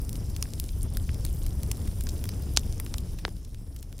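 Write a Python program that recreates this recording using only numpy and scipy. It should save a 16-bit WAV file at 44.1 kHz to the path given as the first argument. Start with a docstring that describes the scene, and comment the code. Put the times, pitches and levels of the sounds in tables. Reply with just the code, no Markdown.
"""Wood fire in a steam engine's firebox

The engine stands outdoors, firebox open. Burning gas rumbles, the draught rushes, steam and sap hiss.
Embers tick, logs snap and a few gas pockets pop; each crack rattles briefly between the iron walls.
Towards the end the rumble and hiss sink away."""
import sys
import numpy as np
from scipy import signal
from scipy.fft import rfft, irfft
from scipy.io import wavfile
from scipy.ndimage import uniform_filter1d

SR = 44100
rng = np.random.default_rng(int(sys.argv[2]) if len(sys.argv) > 2 else 0)


def to_wav(s):
    """Save 16-bit WAV."""
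    ch = np.atleast_2d(s).T  # columns
    pcm = np.round(np.clip(ch, -1, 1) * 32767)  # PCM
    wavfile.write(sys.argv[1], SR, pcm.astype(np.int16))


N = 176400


def flames(rumble_trim_db=3.5, rush_trim_db=4.5):
    """Low rumble of burning gas plus the softer rush of the draught."""
    # Spectra. Each row: frequency in Hz, relative density in dB.
    rumble_spectrum = [(11, -36), (20, -8), (30, 2.5), (44, -3), (70, 0), (95, -6.5), (125, -9), (160, -19),
                       (260, -36.5), (600, -94)]
    rush_spectrum = [(70, -12), (170, 4), (240, 2), (400, -6), (650, -15), (1000, -21.5), (2000, -29.5),
                     (4000, -38.5), (9000, -62)]
    rumble = flow(rumble_spectrum, flicker_db=0.2, flicker_hz=10)
    rush = flow(rush_spectrum, flicker_db=2.03, flicker_hz=32.4)
    return amp(level_db("rumble") + rumble_trim_db) * rumble + amp(level_db("rush") + rush_trim_db) * rush


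def snaps():
    """Dry snaps of splitting wood; rows at one moment are the resonances of one log."""
    # Each row: start in seconds, strength in dB, centre in Hz, width in octaves, nominal length in ms.
    fractures = [(0.016,-17,11960,0.74,.7), (0.0935,-11.5,11000,2,0.12), (0.1295,-12.5,7880,1.4,0.44),
                 (0.1551,-14.5,4000,1.8,1.1), (0.364,-10,4800,1.9,0.67), (0.4256,-5.5,1140,0.45,0.33),
                 (0.4261,-0.5,3200,0.59,.3), (0.4258,5,5850,0.34,0.33), (0.4262,4,9600,0.17,0.15),
                 (0.4254,-10,14000,.7,0.25), (0.4553,-9.5,1400,0.77,0.41), (0.5359,-10.5,5800,1.25,0.18),
                 (0.5993,-3.5,4840,0.82,0.26), (0.5993,-2,11500,0.78,0.34), (0.6406,-14.5,6850,1.4,.2),
                 (0.6898,-12,4000,1.03,1.4), (0.8306,-4,9800,0.4,0.93), (0.9705,-3,1600,0.42,0.15),
                 (0.9707,-5.5,4430,.5,0.26), (0.9711,-6,11500,0.85,0.35), (1.092,-5.5,2030,0.85,0.25),
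                 (1.144,-15,5270,1.6,1.1), (1.2495,-14,2400,4.3,1.1), (1.2496,-5,4320,.15,0.61),
                 (1.2504,-4.5,9800,0.72,1.3), (1.264,-15,4770,1.5,1.1), (1.4346,-14.5,10100,0.5,0.28),
                 (1.4647,-14,8100,3.6,0.68), (1.6327,-11,8600,2.5,0.46), (1.7144,-5,940,0.66,0.28),
                 (1.7144,-3.5,2540,0.56,0.7), (1.7147,-0.5,7600,1.02,1.06), (1.8128,-18,3580,.12,0.63),
                 (1.8744,-16.5,1480,5,2.7), (2.0079,-14.5,6000,4.8,1.5), (2.0085,-6,7900,.25,0.46),
                 (2.038,-11.5,10900,0.89,0.27), (2.069,-5.5,1550,0.72,0.48), (2.069,-7,5300,0.53,0.62),
                 (2.0900,-9,6060,1.35,0.3), (2.0940,-6.5,5530,0.58,0.73), (2.2406,-11.5,4500,6.1,0.59),
                 (2.255,-17,3420,5.9,0.72), (2.2907,-11.5,5200,8.1,0.61), (2.2903,-3.5,4600,0.19,.44),
                 (2.5649,-1,4770,1.1,0.48), (2.5856,-18,4000,1.6,1.5), (2.5943,-12,7240,1,0.43),
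                 (2.7257,-11.5,5700,0.81,0.38), (2.7992,-6.5,1650,1.7,0.29), (2.8002,-4.5,11400,0.68,0.35),
                 (2.8636,-12,1900,2.5,0.44), (2.9417,-6,1100,1.9,0.7), (2.9401,-2.5,5100,0.8,0.46),
                 (2.9824,-4.5,3460,0.41,0.44), (2.9825,-9.5,6500,1.7,0.53), (3.1869,-14.5,2890,2.1,4.1),
                 (3.2907,-22.5,4040,2.5,0.35), (3.3672,-23,4240,0.76,0.31), (3.448,-19.5,5600,1.05,2.2),
                 (3.5457,-20,3000,2.1,0.43), (3.7627,-20.5,5640,3.1,1.8), (3.79,-22.5,7340,0.77,0.59),
                 (3.8276,-17.5,6130,2.3,1.2), (3.927,-21,2890,3.3,0.57), (3.981,-19,7240,0.86,0.69),
                 (3.9908,-21.5,4390,3.1,0.33)]
    out = np.zeros((2, N))
    for start_s, db, hz, octaves, length_ms in fractures:
        add(out, start_s, crack(hump(db, hz, octaves), length_ms))
    return out


def pops(dull_db=-8.5):
    """Gas pockets burst: a hard crack, the knock of the log, the hollow thump of freed gas."""
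    # Each row: start in seconds, crack strength in dB, centre in Hz, width in octaves, nominal length
    # in ms, thump in dB and Hz, knock in dB and Hz, treble shelf corner in Hz.
    pockets = [(2.5723, 16, 4900, 1.09, 0.69, 9.5, 460, 10, 1210, 8900),
               (3.251, 5, 3900, 0.8, 0.33, 12, 533, 9.5, 1650, 5530),
               (3.28, -24, 4500, 2.0, 0.73, 8.5, 335, -11, 1400, 8000)]
    out = np.zeros((2, N))
    for start_s, db, hz, octaves, length_ms, thump_db, thump_hz, knock_db, knock_hz, dull_hz in pockets:
        knock = hump(knock_db, knock_hz, octaves=0.57)
        thump = hump(thump_db, thump_hz, octaves=1.09)
        colour = np.linalg.norm([hump(db, hz, octaves), knock, thump], axis=0) * shelf(dull_hz, dull_db)
        add(out, start_s, crack(colour, length_ms, splinter_db=1, side_db=-14.5, smooth_bins=35))
    return out


def crack(colour, length_ms, splinter_db=6.5, side_db=-14, smooth_bins=61, lag_cycles=0.533):
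    """One fracture: sharp pulse, splintering, wall echoes; colour sets the broad spectrum."""
    burst = amp(splinter_db) * scatter(1.42 * length_ms, side_db)
    burst[:, 0] += 1
    burst = burst + firebox_echoes() * np.linalg.norm(burst[0])
    size = len(colour)
    power = (abs(np.fft.fft(burst, size)) ** 2).mean(0)
    gain = colour / np.sqrt(uniform_filter1d(power, smooth_bins, mode="wrap"))
    log_gain = np.conj(signal.hilbert(np.log(gain + gain.max() * 1e-4)))  # minimum phase
    hz = np.fft.fftfreq(size, 1 / SR)
    lag_rad = 2 * np.pi * lag_cycles * np.sign(hz) * np.log(1 + abs(hz) / 150)  # lows trail highs
    pulse = np.fft.ifft(np.exp(log_gain - 1j * lag_rad)).real[:size // 2]
    return signal.fftconvolve(burst, pulse[None], axes=1)


def firebox_echoes():
    """Early echoes off the iron walls plus a fainter tail."""
    early = amp(-19.5) * scatter(decay_ms=5, side_db=-1.0)
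    tail = amp(-24.5) * scatter(decay_ms=12.6, side_db=-1.5)
    return early + tail


def hiss(high_trim_db=-3, dip_s=0.898, dip_half_s=0.031):
    """Escaping steam and sap in two bands; the high band dips once, briefly."""
    # Spectra. Each row: frequency in Hz, relative density in dB.
    low_spectrum = [(900, -29.5), (2200, -4.5), (3300, -2), (4300, -4.5), (4900, 3.5), (5400, 5.5),
                    (6200, 0), (7200, -5), (10000, -32)]
    high_spectrum = [(4500, -34), (6700, -15), (7300, 1.5), (7800, -1.5), (8700, 1.5), (9200, 3.5),
                     (10600, 5.5), (11200, 0.5), (12050, -2), (12850, 1), (13500, -8), (14400, 3),
                     (15650, -8), (16000, -32)]
    low = flow(low_spectrum, flicker_db=1.24, flicker_hz=40)
    high = flow(high_spectrum, flicker_db=1.27, flicker_hz=25)
    dip_db = -9.5 * np.exp(-((np.arange(N) / SR - dip_s) / dip_half_s) ** 2)
    return amp(level_db("low hiss")) * low + amp(level_db("high hiss") + high_trim_db + dip_db) * high


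def jets(noise, depth_db=1.7, width_hz=600, life_s=0.13, size=512):
    """Many small jets make up a hiss, so its narrow bands swell and fade independently."""
    frames = signal.stft(noise, nperseg=size)[2]
    patches = rng.standard_normal(frames.shape[1:])
    patches = uniform_filter1d(patches, round(width_hz * size / SR), axis=0)
    patches = uniform_filter1d(patches, round(life_s * SR * 2 / size), axis=1)
    return signal.istft(frames * amp(depth_db * unit(patches)), nperseg=size)[1][:, :N]


def ticking(ticks_per_s=68, spots=24, spread_db=2.45, tilt_db_per_octave=1.3):
    """Embers tick at random, each spot with its own colour; the level follows the high hiss."""
    out = np.zeros((2, N))
    for hz in np.geomspace(3000, 13000, spots):
        fires = rng.random(N) < ticks_per_s / spots / SR
        train = fires * amp(spread_db * np.minimum(rng.exponential(1, N), 3.5))
        colour = hump(-25.5 + tilt_db_per_octave * np.log2(hz / 6000), hz, octaves=0.57)
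        out += signal.oaconvolve(train[None], crack(colour, length_ms=0.57), axes=1)[:, :N]
    heat_db = level_db("high hiss")
    return out * amp(heat_db - np.median(heat_db))


def hum_and_sizzle():
    """A faint low hum and a thin sizzle of sap: narrow noise bands that swell and fade."""
    # Each row: middle in seconds, half length in seconds, centre in Hz, width in Hz, level in dB.
    bands = [(3.18, 0.2, 177, 8.5, -47), (2.3, 0.22, 13400, 220, -69)]
    t, out = np.arange(N) / SR, np.zeros(N)
    for middle_s, half_s, hz, width_hz, db in bands:
        waver = wander(width_hz / 2) + 1j * wander(width_hz / 2)
        swell = amp(db) * np.exp(-((t - middle_s) / half_s) ** 2)
        out += swell * (waver * np.exp(2j * np.pi * hz * t)).real
    return out


def flow(spectrum, flicker_db, flicker_hz):
    """Turbulent gas: flickering coloured noise, unit rms."""
    # Stereo width: bass and the hiss peaks near 5 and 10 kHz are central, other frequencies wider.
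    # Each row: frequency in Hz, side minus mid in dB.
    width_db = [(60, -23), (200, -18), (400, -15.5), (700, -9), (1300, -5), (2600, -4.5), (4000, -10),
                (5200, -22), (6600, -7), (8400, -7), (9800, -26), (11500, -9.5), (15000, -15)]
    hz = np.fft.rfftfreq(N, 1 / SR)
    mid, side = rfft(rng.standard_normal((2, N)))
    side = side * amp(read(width_db, hz))
    noise = irfft(np.array([mid + side, mid - side]) * amp(read(spectrum, hz)), N)
    return unit(noise * amp(flicker_db * wander(flicker_hz)))


def level_db(part):
    """Level curve of one steady part of the fire, per sample, before trim."""
    # Each row: time in seconds, then rumble, rush, low hiss and high hiss in dB.
    levels = [(0.0, -34.5, -49, -59.5, -53.5), (0.38, -34, -48, -59, -53), (0.69, -35, -51.5, -59.5, -53),
              (1.0, -32.5, -48.5, -59.5, -50), (1.12, -31.5, -48, -56, -54.5),
              (1.37, -33.5, -48.5, -60.5, -49.5), (1.55, -33, -46, -60, -52),
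              (1.88, -32.5, -47.5, -59, -51), (2.34, -33.5, -46.5, -57.5, -51),
              (3.12, -36, -50, -59.5, -55.5), (3.26, -37, -53, -61, -59), (3.46, -40, -58, -66, -63),
              (3.69, -43, -57.5, -67.5, -60.5), (4.0, -42, -56, -67, -63)]
    times_s, *curves_db = np.transpose(levels)
    column = ["rumble", "rush", "low hiss", "high hiss"].index(part)
    return np.interp(np.arange(N) / SR, times_s, curves_db[column])


def scatter(decay_ms, side_db, size=3072):
    """Decaying stereo spray of tiny pulses, unit energy."""
    age = np.arange(size) / SR * 1000 / decay_ms
    mid, side = rng.standard_normal((2, size)) * np.exp(-age) * (1 - np.exp(-6 * age))
    side = side * amp(side_db)
    return unit(np.array([mid + side, mid - side])) / np.sqrt(size)


def hump(db, centre_hz, octaves, size=2048):
    """Fracture spectrum: one hump, at least 0.2 octaves wide, no bass."""
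    hz = abs(np.fft.fftfreq(size, 1 / SR)) + 1
    offset = np.log2(hz / centre_hz) / max(octaves, 0.2)
    return amp(db) / (1 + offset ** 2) ** 1.5 / np.sqrt(1 + (280 / hz) ** 6)


def shelf(corner_hz, db, size=2048):
    """Steep spectral step of db above the corner."""
    hz = abs(np.fft.fftfreq(size, 1 / SR)) + 1
    return amp(db / (1 + (corner_hz / hz) ** 16))


def wander(cutoff_hz):
    """Low-passed noise, unit rms."""
    hz = np.fft.rfftfreq(N, 1 / SR)
    return unit(irfft(rfft(rng.standard_normal(N)) / (1 + (hz / cutoff_hz) ** 4), N))


def amp(db):
    """Decibels to gain."""
    return 10 ** (np.asarray(db) / 20)


def unit(x):
    """Scale to unit rms."""
    return x / np.sqrt(np.mean(x ** 2) + 1e-20)


def read(points, hz):
    """Interpolate a table over log frequency."""
    points_hz, values = np.transpose(points)
    return np.interp(np.log(hz + 1), np.log(points_hz + 1), values)


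def add(mix, start_s, sound):
    """Mix in a stereo sound at start_s."""
    part = mix[:, round(start_s * SR):][:, :sound.shape[1]]
    part += sound[:, :part.shape[1]]


def scene():
    """The whole fire, straight ahead."""
    return flames() + jets(hiss()) + ticking() + snaps() + pops() + hum_and_sizzle()


def record(dry, cutoff_hz=16300):
    """The left microphone hears a little more bass; then a low-pass."""
    # Each row: frequency in Hz, left minus right in dB.
    balance_db = [(30, 1), (150, 1.5), (1000, 1.1), (3000, 0.5), (12000, 0)]
    tilt_db = read(balance_db, np.fft.rfftfreq(N, 1 / SR)) / 2
    heard = irfft(rfft(dry) * amp([tilt_db, -tilt_db]), N)
    lowpass = signal.firwin(255, cutoff_hz, window=("kaiser", 9), fs=SR)
    return signal.oaconvolve(heard, lowpass[None], "same")


dry = scene()
out = record(dry)
to_wav(out)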